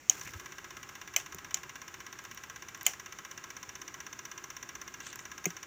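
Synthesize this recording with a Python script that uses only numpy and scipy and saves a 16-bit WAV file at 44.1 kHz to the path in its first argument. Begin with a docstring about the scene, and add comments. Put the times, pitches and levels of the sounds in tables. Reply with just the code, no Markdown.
"""In a quiet room, close to a phone, a small film projector is switched on and runs at about sixteen
frames a second. Fan and gears whirr as broadband noise, and slack film hisses until it is drawn tight.
At every frame the steel claw strikes and rebounds: the impacts excite its own modes and the resonances
of the case, and film slides through the gate with friction. A hand turns the control switch through
its detents, brushes past and bumps the case."""
import sys
import numpy as np
from scipy import signal
from scipy.fft import rfft, irfft
from scipy.io import wavfile

SR = 44100
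rng = np.random.default_rng(int(sys.argv[2]) if len(sys.argv) > 2 else 0)


def unload_wav(signal):
    """Save mono or channel-first audio to the path in sys.argv[1] as 16-bit WAV at rate SR, clipped to [-1, 1]."""
    wavfile.write(
        sys.argv[1],
        SR,
        np.round(np.clip(np.atleast_2d(signal).T, -1, 1) * 32767).astype(np.int16),
    )


N = 249606
TIME = np.arange(N) / SR
AFTER = TIME[:SR // 2]  # time since a blow


def undb(db):
    """Decibels as an amplitude ratio."""
    return 10 ** (np.asarray(db) / 20)


def fade(t60):
    """Exponential damping: the amplitude falls 60 dB in t60 seconds."""
    return np.exp(-np.log(1000) * AFTER / t60)


def burst(t60):
    """Dense contacts or echoes superpose into decaying noise."""
    return rng.standard_normal(len(AFTER)) * fade(t60)


def ring(modes):
    """Modal impulse response: a sum of damped sinusoids."""
    return sum(undb(db) * np.sin(2 * np.pi * hz * AFTER) * fade(t60) for hz, db, t60 in modes)


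def through(x, response):
    """Convolution with an impulse response."""
    return signal.fftconvolve(x, response)[:len(x)]


def colour(x, points, size=4096):
    """Minimum-phase filter through (frequency_hz, gain_db) points, by way of the cepstrum."""
    hz, db = np.transpose(points)
    bins_hz = np.maximum(np.arange(size // 2 + 1) * SR / size, 1)
    gain = undb(np.interp(np.log(bins_hz), np.log(hz), db))
    cepstrum = irfft(np.log(gain))
    cepstrum[1:size // 2] *= 2
    cepstrum[size // 2 + 1:] = 0
    return through(x, irfft(np.exp(rfft(cepstrum))))


def high_pass(x, hz):
    """Second-order roll-off below the cutoff."""
    return signal.sosfilt(signal.butter(2, hz, "high", fs=SR, output="sos"), x)


def add(track, start_s, sound):
    """Superpose a sound on a track."""
    start = int(np.clip(round(start_s * SR), 0, N))
    track[start:start + len(sound)] += sound[:N - start]


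def blows(times, db):
    """Brief impacts idealised as an impulse train."""
    train = np.zeros(N)
    samples = np.clip(np.round(times * SR).astype(int), 0, N - 1)
    np.add.at(train, samples, undb(db) * (times < TIME[-1]))
    return train


def uneven_noise(depth_db, rate_hz):
    """White noise under random amplitude modulation."""
    noise = rng.standard_normal(N)
    wander = np.interp(TIME * rate_hz, np.arange(N), rng.standard_normal(N))
    return noise * undb(depth_db * wander)


def still_room():
    """The room's noise floor is stationary noise, strongest in the bass."""
    # background spectrum: frequency_hz, gain_db
    spectrum = [(30, -13), (80, 2), (300, -1.5), (700, -9), (1500, -6), (2100, -3.5), (4000, -16.5),
                (7000, -16), (15000, -37)]
    return undb(-43.5) * colour(rng.standard_normal(N), spectrum)


def switch(contact_s=0.0049, rattle_t60=0.017, room_t60=0.2, lowest_hz=480):
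    """The detent's snap sets spring, lever and knob in free vibration; contacts rattle, the room echoes."""
    # detent clicks: start_s, spring_hz, spring_db, lever_db, knob_db, rattle_db, room_db, bright_db
    clicks = [(0.0966, 6600, 9.5, -18.5, -31.5, -22.5, -29, -5.5),
              (1.1625, 6230, 0.5, -16.5, -16.5, -20.5, -28, -3),
              (1.5425, 6400, -22, -29.5, -31.5, -20.5, -34, -11.5),
              (2.8647, 7220, 0, -13, -17.5, -17.5, -25.5, -1.5),
              (5.4553, 6460, -4, -34, -19, -27.5, -37, -2)]
    # modes of the detent spring: pitch_ratio, level_db, t60_s
    spring_modes = [(.91, -21.5, 0.012), (1, -2, 0.0043), (1.09, -6.5, 0.0035)]
    # modes of the lever and its knob: pitch_hz, level_db, t60_s
    lever_modes = [(3040, 2, 0.017), (3020, -33, 0.0052)]
    knob_modes = [(621, -21, 0.056), (708, -20.5, 0.071), (1246, -17, 0.026), (2095, -9, 0.052),
                  (2317, 3.5, 0.017), (2517, -9.5, 0.04)]
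    # spectra of the contact rattle and the room's echo: frequency_hz, gain_db
    rattle_spectrum = [(400, -19), (800, -36), (1200, -1), (2500, -8), (3800, 4.5), (5300, 3), (7200, 9),
                       (11000, -0.5), (15000, -3)]
    echo_spectrum = [(300, -2), (550, -5.5), (750, 4.5), (950, -5.5), (2400, -0.5), (3100, 0), (3800, -12),
                     (6500, -5.5), (11000, -14), (15000, -25)]
    out = np.zeros(N)
    for start_s, spring_hz, spring_db, lever_db, knob_db, rattle_db, room_db, bright_db in clicks:
        snap = undb(spring_db) * ring([(ratio * spring_hz, db, t60) for ratio, db, t60 in spring_modes])
        parts = undb(lever_db) * ring(lever_modes) + undb(knob_db) * ring(knob_modes)
        rattle = undb(rattle_db) * colour(burst(rattle_t60), rattle_spectrum)
        echo = undb(room_db) * colour(burst(room_t60) * (1 - fade(0.02)), echo_spectrum)
        # the contact force takes a moment to build; a harder stop is brighter
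        click = (snap + parts + rattle) * (1 - fade(contact_s)) ** 2 + echo
        add(out, start_s, colour(click, [(7000, 0), (12000, bright_db)]))
    return high_pass(out, lowest_hz)


def start_up(settle_s, motor_on_s=0.11, spin_up_s=0.037):
    """First-order transients: the motor's speed rises from 0 to 1 as its jolt decays from 1 to 0."""
    running_s = np.maximum(TIME - motor_on_s, 0)
    return 1 - np.exp(-running_s / spin_up_s), np.exp(-running_s / settle_s)


def case(x):
    """Forced vibration: the housing filters whatever shakes it, its resonances adding in power."""
    # resonances of the case: centre_hz, width_hz, level_db
    resonances = [(795, 14, -13), (811.5, 17, -6), (1025, 61, 0.5), (1080, 40, -0.5), (1281, 25, 7.5),
                  (1373, 65, 2.5), (1584, 138, 0), (1634, 139, 3), (1963, 87, -1), (2110, 110, -3),
                  (2326, 57, -4), (2514, 280, -9), (2768, 62, -2.5), (3010, 120, -6.5), (3410, 120, -19),
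                  (3606, 380, -12), (2150, 3860, -15), (6100, 19400, -21.5)]
    # travel times of a blow in the panels: round_trip_s
    panel_trips = [.00018, .00034, .00059, .00088]
    grid_hz = np.geomspace(30, SR / 2, 1500)
    power = sum(undb(db) ** 2 / (1 + (2 * (grid_hz - hz) / width) ** 4) for hz, width, db in resonances)
    radiated = grid_hz ** 4 / (grid_hz ** 4 + 700 ** 4)  # a small box radiates little bass
    radiated /= 1 + (grid_hz / 6500) ** 4  # its damped panels swallow the top
    # reflections in the panels act as all-pass loops, spreading a crack into a brief swell
    for trip_s in panel_trips:
        loop = np.r_[1, np.zeros(round(trip_s * SR) - 1), -.5]
        x = signal.lfilter(loop[::-1], loop, x)
    return colour(x, np.column_stack([grid_hz, 10 * np.log10(power * radiated)]))


def whirr(air_db=-48, gears_db=-45, surge_db=5.5):
    """Flow noise from the fan and gear chatter in the case rise, overshoot and settle."""
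    # spectrum of the fan's air: frequency_hz, gain_db
    air_spectrum = [(30, -16), (55, 3), (85, 1), (130, 5), (230, -5.5), (370, 9.5), (460, -5.5),
                    (720, -6.5), (1100, 3.5), (1650, -1.5), (2900, -17), (4000, -27), (9000, -49.5),
                    (15000, -45)]
    air = colour(uneven_noise(depth_db=3, rate_hz=90), air_spectrum)
    gears = case(uneven_noise(depth_db=0.5, rate_hz=500))
    speed, jolt = start_up(settle_s=0.21)
    return speed * undb(surge_db * jolt) * (undb(air_db) * air + undb(gears_db) * gears)


def friction(centre_hz, width_octaves):
    """Sliding friction makes grainy noise, here in a band that is Gaussian in log frequency."""
    bins_hz = np.maximum(np.arange(N // 2 + 1) * SR / N, 1)
    band = np.exp(-(np.log2(bins_hz / centre_hz) / width_octaves) ** 2 / 2)
    grains = uneven_noise(depth_db=4.5, rate_hz=300)
    return irfft(rfft(grains) * band, N)


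def slack():
    """Friction on the guides makes loose film hiss until it is drawn tight."""
    speed, looseness = start_up(settle_s=0.17)
    return undb(-46) * speed * looseness * friction(centre_hz=5200, width_octaves=0.77)


def handling():
    """Impact and friction of the hand: nail ticks, knocks that excite the body's modes, and rubbing."""
    # fingernail ticks on the controls: start_s, level_db, t60_s, case_share_db
    ticks = [(1.3465, -36.5, 0.014, -12), (2.24, -44, .007, 19), (2.347, -43, 0.011, 10),
             (2.774, -49, .01, 20), (2.8313, -29.5, 0.0031, -14), (5.1576, -31, 0.0046, 9)]
    # spectrum of a nail tick: frequency_hz, gain_db
    nail_spectrum = [(200, -8), (1000, 3.5), (4000, -4.5), (6500, 1), (12000, -4.5), (15500, -12)]
    # knocks on the body: start_s, level_db
    knocks = [(1.347, -40), (5.4646, -23.5)]
    # modes of the whole body: pitch_hz, level_db, t60_s
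    body_modes = [(171.8, 4, 0.11), (320, -3, 0.047), (371, -2.5, 0.051)]
    # rubs and soft bumps: peak_s, length_s, centre_hz, width_octaves, level_db
    rubs = [(0.17, 0.038, 2220, 0.28, -36), (0.277, 0.034, 2150, 0.31, -31.5),
            (0.278, 0.074, 97, 0.74, -29), (0.366, 0.027, 88, 0.16, -16.5), (1.36, 0.25, 83.5, 0.2, -32.5),
            (2.857, 0.013, 3400, 0.87, -39.5), (5.08, 0.13, 3130, 0.43, -44),
            (5.076, 0.077, 7400, 0.23, -46.5), (5.213, 0.055, 7200, 0.24, -52)]
    out = np.zeros(N)
    for start_s, level_db, t60_s, case_share_db in ticks:
        tick = undb(level_db) * burst(t60_s)
        add(out, start_s, colour(tick, nail_spectrum) + undb(case_share_db) * case(tick))
    for start_s, level_db in knocks:
        knock = undb(level_db) * ring(body_modes) * (1 - fade(0.0084))  # soft contact, slow push
        add(out, start_s, high_pass(knock, 273))
    for peak_s, length_s, centre_hz, width_octaves, level_db in rubs:
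        swell = np.exp(-(2 * (TIME - peak_s) / length_s) ** 2)
        out += undb(level_db) * friction(centre_hz, width_octaves) * swell
    return out


def frames(first_frame_s=.2112):
    """Rotation is the integral of speed: each turn of the shutter shaft starts one pull-down."""
    # running speed, sagging briefly some time after the switch clicks at 2.86 s: time_s, frame_rate_hz
    speed = [(0, 16.172), (1.05, 16.212), (2.53, 16.135), (3.42, 15.713), (3.65, 16.043), (5.66, 15.95)]
    turns = np.cumsum(np.interp(TIME, *np.transpose(speed))) / SR
    turns -= np.interp(first_frame_s, TIME, turns)
    return np.interp(np.arange(int(turns[-1]) + 1), turns, TIME)


def claw(force, zing_db=-15, zing_t60=0.0028):
    """Struck steel rings in a few clear modes; the crowd of small ones above merges into noise."""
    # modes of the steel claw: pitch_hz, level_db, t60_s
    modes = [(5735, -16.5, 0.023), (5924, -1, 0.0093), (6194, -2.5, 0.01), (6670, -15, 0.023),
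             (11170, -36, 0.007), (11400, -31, 0.0031), (16200, -27, 0.0038)]
    envelope = np.sqrt(np.abs(through(force ** 2, fade(zing_t60) ** 2)))  # the blows add in energy
    zing = undb(zing_db) * high_pass(envelope * rng.standard_normal(N), 7100)
    return through(force, ring(modes) * (1 - fade(0.00097))) + zing


def film_slide(starts, t60_s=0.093):
    """Friction in the gate gives a burst of noise each time the claw pulls the film."""
    scrape = np.zeros(N)
    for start_s in starts:
        add(scrape, start_s, burst(t60_s) * (1 - fade(0.0037)))
    return scrape


def clatter(claw_db=-42, case_db=-5, slide_db=-38, echo_db=-42, room_t60=0.26,
            snatch_db=5.5, scatter_db=0.5):
    """Nearly periodic impacts: each pull-down drives claw and case with the same quick run of contacts."""
    # contacts within one pull-down: delay_s, claw_blow_db, case_blow_db
    contacts = [(.0005, 1, -2), (.0016, -5.5, -9.5), (.0032, 0, -5), (.0066, -38, -6.5)]
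    # strength of the blows on the claw: time_s, level_db
    claw_force = [(.3, -6), (3.0, -2.5), (3.7, 0), (4.7, 1), (5.2, -2.5), (5.6, 0)]
    # modes of the side cover, which rings on between frames: pitch_hz, level_db, t60_s
    cover_modes = [(995, -71.5, 0.059), (1100, -57, 0.078)]
    starts = frames()
    starts += 0.00037 * rng.standard_normal(len(starts))  # play in the cam loosens the timing
    force_db = np.interp(starts, *np.transpose(claw_force))
    force_db[0] += snatch_db  # the first pull snatches the film from rest
    on_claw, on_case = np.zeros(N), np.zeros(N)
    for delay_s, claw_blow_db, case_blow_db in contacts:
        jitter, claw_scatter, case_scatter = rng.standard_normal((len(starts), 3)).T
        times = starts + delay_s + .00006 * jitter
        on_claw += blows(times, force_db + claw_blow_db + scatter_db * claw_scatter)
        on_case += blows(times, case_blow_db + scatter_db * case_scatter)
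    housing = case(undb(case_db) * on_case + undb(slide_db) * film_slide(starts))
    housing += through(on_case, ring(cover_modes))
    tick = undb(claw_db) * claw(on_claw)
    # the case radiates all round, so the room returns more of it than of the claw
    echo = undb(echo_db) * through(housing + 0.86 * tick, burst(room_t60))
    return housing + tick + echo


def scene():
    """Room, projector and hand superpose in one channel."""
    return (still_room() + switch() + whirr() + slack() + handling() + clatter())[None]


def record(dry, top_hz=16000):
    """The phone's microphone port resonates in two treble bands; a low-pass cuts the top."""
    # response of the port: frequency_hz, gain_db
    port_response = [(4300, -1), (5000, -1), (5650, 8), (7050, 7), (8200, -2.5), (9300, -2.5), (12200, 1.5),
                     (13700, 8), (14400, 18.5), (15200, 20.5), (15700, 6)]
    low_pass = signal.ellip(8, .2, 70, top_hz, fs=SR, output="sos")
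    return signal.sosfilt(low_pass, colour(dry[0], port_response))[None]


dry = scene()
out = record(dry)
unload_wav(out)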